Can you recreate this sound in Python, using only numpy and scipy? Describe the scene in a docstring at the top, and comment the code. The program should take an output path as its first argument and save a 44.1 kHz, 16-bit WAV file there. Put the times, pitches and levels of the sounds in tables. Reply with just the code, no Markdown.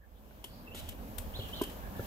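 """Footsteps on a woodland boardwalk

Someone walks along wooden planks, holding a phone. Heels knock the boards and make them ring,
and soles scuff over grit. A bird sings three sliding notes that echo among the trees.
Behind it all are a low rumble, a high hiss and faint far-off whistles. The sound fades in."""
import sys
import numpy as np
from scipy import signal
from scipy.io import wavfile
from scipy.ndimage import uniform_filter1d

SR = 44100
rng = np.random.default_rng(int(sys.argv[2]) if len(sys.argv) > 2 else 0)


def store_wav(level_fs):
    """Save 16-bit WAV to argv[1]."""
    pcm = np.round(np.clip(np.atleast_2d(level_fs), -1, 1) * 32767)
    wavfile.write(sys.argv[1], SR, pcm.T.astype(np.int16))


N = 90934


def amp(db):
    return 10 ** (np.asarray(db) / 20)


def unit_level(x):
    return x / np.sqrt(np.mean(x ** 2) + 1e-20)


def wobble(length, smoothing):
    return unit_level(uniform_filter1d(rng.standard_normal(length), smoothing))


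def curve_at(points, hz):
    point_hz, values = np.transpose(points)
    return np.interp(np.log(hz + 1), np.log(point_hz + 1), values)


def add(mix, start_s, sound):
    part = mix[..., round(start_s * SR):][..., :sound.shape[-1]]
    part += sound[..., :part.shape[-1]]


def delay_right(x, lag_s):
    """Make a stereo pair whose right side arrives a little later."""
    samples = np.arange(len(x))
    return np.array([x, np.interp(samples - lag_s * SR, samples, x, left=0)])


def narrow_noise(hz, width_hz, length):
    band = signal.butter(2, [hz - width_hz / 2, hz + width_hz / 2], "band", fs=SR)
    return unit_level(signal.lfilter(*band, rng.standard_normal(length)))


def stereo_noise(spectrum, likeness, size, length, boost_db=0, left_db=0, left_phase=0):
    """Two partly alike channels of noise. The spectrum sets the tone, not the loudness."""
    frames, hz = 4 * length // size + 5, np.fft.rfftfreq(size, 1 / SR)
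    a, b, c, d = rng.standard_normal((frames, len(hz), 4)).T
    left = a + 1j * b
    right = likeness * left + np.sqrt(1 - likeness ** 2) * (c + 1j * d)
    pair = np.array([left * amp(left_db / 2) * np.exp(1j * left_phase), right / amp(left_db / 2)])
    pair *= amp(curve_at(spectrum, hz)[:, None] + boost_db)
    noise = signal.istft(pair, nperseg=size, noverlap=3 * size // 4)[1][:, :length]
    return noise / np.sqrt(np.mean(noise.mean(0) ** 2))


# The tone of the background hiss: pitch_hz, level_db
HISS_TONE = [(53, -46), (90, -1), (130, -15), (219, -5.5), (368, -17.5), (521, -12.5), (1140, -20),
             (1290, -26), (1680, -26), (1950, -30.5), (3150, -31), (4260, -36.5), (9930, -38.5),
             (13700, -25.5), (16000, -36.5)]
# How alike its left and right sides are: pitch_hz, likeness (0 to 1)
HISS_LIKENESS = [(60, 0.65), (130, 0.87), (300, 1), (500, 0.72), (800, 1), (1300, 0.12), (2500, 0.13),
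                 (15000, 0.065)]
# How its treble rises and falls: time_s, boost_db
HISS_TREBLE = [(0, -0.3), (.35, 2), (.7, -1), (1.05, 0.6), (1.3, 1.5), (1.55, 3), (1.72, 2.5), (1.85, -1),
               (1.95, -0.5), (2.06, 6)]


def woodland_hiss():
    """The distant wash and high hiss of the wood, with drifting patches and a slow swell."""
    frames, hz = 4 * N // 1024 + 5, np.fft.rfftfreq(1024, 1 / SR)[:, None]
    speckles = rng.standard_normal((frames, len(hz))).T
    patches_db = unit_level(uniform_filter1d(uniform_filter1d(speckles, 12, axis=0), 12, axis=1))
    swell_db = .4 * wobble(frames, 20)
    edges_db = 40 * np.log10(np.minimum(hz / 90, 1) + 1e-4) - 45 * (hz > 15800)  # trim both ends
    treble_share = np.clip(np.log2(hz / 1500 + 1e-3), 0, 1)
    treble_db = treble_share * np.interp(np.arange(frames) * 256 / SR, *np.transpose(HISS_TREBLE))
    boost_db = patches_db + swell_db + edges_db + treble_db
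    left_lag_s = .000293
    return amp(-46.5) * stereo_noise(HISS_TONE, curve_at(HISS_LIKENESS, hz), size=1024, length=N,
                                     boost_db=boost_db, left_phase=-2 * np.pi * hz * left_lag_s)


# The tone of the rumble: pitch_hz, level_db
RUMBLE_TONE = [(12, -64), (20, -8.5), (43, 13), (70, 9), (91, 6), (110, -28), (140, -27), (240, -120)]
# How the rumble rises and falls: time_s, level_db
RUMBLE_LOUDNESS = [(0, -40), (0.301, -46), (.6, -49.5), (.9, -41), (1.148, -52), (1.2, -42.5), (1.33, -42),
                   (1.5, -49), (1.75, -47.5), (1.86, -45), (2.06, -50.5)]


def rumble():
    """A lumpy, distant rumble, mostly below 100 Hz."""
    spectrum = [(5, -40), *RUMBLE_TONE, (200, -50), (20000, -120)]
    level_db = np.interp(np.arange(N) / SR, *np.transpose(RUMBLE_LOUDNESS))
    return amp(level_db) * stereo_noise(spectrum, likeness=.64, size=8192, length=N, left_db=-3)


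# Faint whistles far away: start_s, length_s, pitch_hz, width_hz, level_db
FAR_WHISTLES = [(0, 0.07, 1710, 199, -49), (.14, 0.065, 3400, 600, -58.5), (.46, 0.19, 4560, 856, -57),
                (1.81, 0.097, 1640, 200, -55.5), (1.92, 0.15, 1737, 119, -56)]


def far_whistle(length_s, pitch_hz, width_hz, level_db):
    """A fuzzy whistle of narrow noise swells and dies away, unrelated on left and right."""
    length = round(length_s * SR)
    sides = np.array([narrow_noise(pitch_hz, width_hz, length) for _ in range(2)])
    return amp(level_db) * np.sqrt(np.hanning(length)) * sides


# A plank's tones, which each knock shifts: pitch_hz, level_db, ring_s (time to fall 60 dB)
PLANK_TONES = [(275, 0, 0.048), (353, -6.5, 0.068), (412.7, -5, 0.079), (643, -8.5, 0.033),
               (1011, -5, 0.038), (1200, -4, 0.012), (1550, -21.5, 0.06)]
# Heels landing: start_s, level_db, pitch_factor, hardness_db_per_octave, thump_db, press_s
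HEEL_KNOCKS = [(.308, -40.5, 1.5, 1.5, -43, .002), (.440, -39.5, 0.98, 3.5, -62, 0.0026),
               (.50, -51, .9, -3, -34.5, 0.0067), (0.745, -35, 1.35, 0.5, -33, 0.0034),
               (.825, -45, 0.89, 2, -33, 0.0063), (1.095, -50, 1.14, -14, -36, 0.0014),
               (1.389, -35, 1.4, -4.5, -26, 0.0018), (1.4945, -45, 1.1, 4, -52, 0.0016),
               (1.611, -20, 0.996, 0.1, -39, 0.0037), (1.9925, -32.5, 1.356, -0.5, -27.5, 0.0024)]


def heel_knock(level_db, pitch_factor, hardness, thump_db, press_s):
    """A heel presses a plank for a moment. The plank rings and the beam under it thumps."""
    beam_hz, beam_ring_s = 101.3, .084
    t = np.arange(0, .2, 1 / SR)
    plank = np.zeros(len(t))
    for hz, tone_db, ring_s in PLANK_TONES:
        bright_db = hardness * np.log2(hz / PLANK_TONES[0][0])  # harder heels sound brighter
        tone = np.sin(2 * np.pi * (hz * pitch_factor * t + rng.random()))
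        plank += amp(tone_db + bright_db - 60 * t / ring_s) * tone
    thump = amp(thump_db - 60 * t / beam_ring_s) * np.cos(2 * np.pi * beam_hz * t)
    press = np.minimum(t / press_s, 1) ** 2
    return delay_right(press * (amp(level_db) * plank - thump), lag_s=.00015)


# The tone of dragged grit: pitch_hz, level_db
GRIT_TONE = [(200, -48), (600, -14), (1000, -12), (1600, -10.5), (2900, -5), (6000, -8.5), (8500, -5.5),
             (10000, -5.5), (13900, -1.5), (15500, -9.5), (15750, -37), (16500, -30)]
# Soles scraping: start_s, level_db, rise_s, hold_s, ring_db, treble_left_db, tail_db,
# brightness_db_per_octave
SOLE_SCUFFS = [(0.441, -40, 0.00056, 0.0067, 0.5, 7.5, -5.5, -1),
               (.745, -47.5, 0.0017, 0.06, -8, -1.5, -3, -1), (.80, -54.5, 0.012, 0.13, -6, -2, -12, -3.5),
               (.886, -40.5, 0.0045, 0.01, -5, 13.5, -10.5, 0),
               (1.1818, -38, 0.00081, 0.0056, -16, 20.5, -7.5, -2.5),
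               (1.48, -62, 0.0081, 0.014, -2, -3, 3, -3), (1.613, -42, 0.0046, 0.012, -27, 9, -12, -1.5),
               (1.633, -44, 0.0033, 0.0081, -7, 4, -6.5, -0.5),
               (1.696, -57.5, 0.0018, 0.0046, -6, 1, 3, -3.5),
               (1.963, -65, 0.0025, 0.0092, -2.5, 11, 0.5, -2)]


def sole_scuff(level_db, rise_s, hold_s, ring_db, treble_left_db, tail_db, brightness):
    """A sole drags grit: a grainy hiss and a high ring, then a fainter tail."""
    fall_s, tail_s, grain_s = .0022, .035, .00048
    length = SR // 5
    t = np.arange(length) / SR
    after_hold = np.maximum(t - hold_s, 0)
    dying = np.exp(-after_hold / fall_s) + amp(tail_db) * np.exp(-after_hold / tail_s)
    loudness = amp(level_db) * np.minimum(t / rise_s, 1) * dying
    grains = amp(1.5 * wobble(length, round(grain_s * SR)))
    hz = np.fft.rfftfreq(256, 1 / SR)[:, None]
    left_db = curve_at([(4900, 0), (8500, treble_left_db)], hz)
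    hiss = stereo_noise(GRIT_TONE, likeness=.37, size=256, length=length,
                        boost_db=brightness * np.log2(hz + 1), left_db=left_db)
    ring = delay_right(narrow_noise(hz=3100, width_hz=450, length=length), lag_s=.00011)
    return loudness * (unit_level(grains) * unit_level(hiss) + amp(ring_db) * ring)


# The bird's three notes, each a list of points to slide through: time_s, pitch_hz, level_db
BIRD_NOTES = [
    [(.652, 2683, -76), (.675, 2690, -47.5), (.7, 2634, -62), (.72, 2714, -50.5), (.745, 3200, -60),
     (.77, 3800, -50), (.79, 4080, -58), (.825, 3270, -66)],
    [(1.333, 2695, -65), (1.35, 3500, -46), (1.372, 4420, -54), (1.388, 3800, -58), (1.4, 3200, -48),
     (1.413, 2780, -50.5), (1.428, 3455, -49.5), (1.445, 3050, -56), (1.47, 2695, -51.5)],
    [(1.522, 2968, -71), (1.535, 3018, -43.5), (1.55, 3800, -52), (1.572, 4520, -54.5), (1.587, 3300, -53),
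     (1.602, 2788, -47), (1.622, 3146, -50.5), (1.64, 3100, -51), (1.67, 2660, -59)],
]


def bird():
    """A bird's sliding whistles arrive directly, then again as echoes scattered by the trees."""
    flutter_db, right_db, echo_db, echo_s = 3.5, 1.5, -2.5, .32
    song = np.zeros(N)
    for note in BIRD_NOTES:
        times, hz, db = np.transpose(note)
        t = np.arange(times[0], times[-1], 1 / SR)
        pitch = uniform_filter1d(np.interp(t, times, hz), size=300)
        soft_ends = np.minimum(np.minimum(t - times[0], times[-1] - t) / .0017, 1)
        loudness = amp(np.interp(t, times, db) + flutter_db * wobble(len(t), 150))
        tone = np.sqrt(2) * np.sin(2 * np.pi * np.cumsum(pitch) / SR)
        add(song, times[0], soft_ends * loudness * tone)
    t = np.arange(SR // 2) / SR
    bounces = rng.standard_normal((len(t), 2)).T * amp(-60 * t / echo_s) * (t > .008)
    echo = signal.fftconvolve(song[None], bounces / np.linalg.norm(bounces[0]), axes=1)[:, :N]
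    direct = delay_right(song, lag_s=.0001) * amp([[-right_db / 2], [right_db / 2]])
    return direct + amp(echo_db) * echo


def scene():
    """Mix the bird and the background, then place each whistle, knock and scuff."""
    mix = bird() + woodland_hiss() + rumble()
    for table, source in (FAR_WHISTLES, far_whistle), (HEEL_KNOCKS, heel_knock), (SOLE_SCUFFS, sole_scuff):
        for start_s, *settings in table:
            add(mix, start_s, source(*settings))
    return mix


# How the phone's right microphone opening dulls the treble: pitch_hz, gain_db
RIGHT_MIC_TONE = [(4500, 0.4), (7500, -1), (8400, -4), (9600, -15), (10500, 0), (11500, -14.5),
                  (13000, -1.5), (15500, -28)]


def record(dry):
    """Fade the sound in, dull the right side and cut off the very highest treble."""
    fade_s, top_hz = 1.52, 16450
    left, right = dry * np.interp(np.arange(N) / SR, [0, fade_s], [.1, 1])
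    hz = np.linspace(0, SR / 2, 257)
    dulling = signal.firwin2(255, hz, amp(curve_at(RIGHT_MIC_TONE, hz)) * (hz < SR / 2), fs=SR)
    mics = np.array([left, signal.oaconvolve(right, dulling, "same")])
    treble_cut = signal.firwin(511, top_hz, window=("kaiser", 9), fs=SR)
    return signal.oaconvolve(mics, treble_cut[None], "same")


dry = scene()
out = record(dry)
store_wav(out)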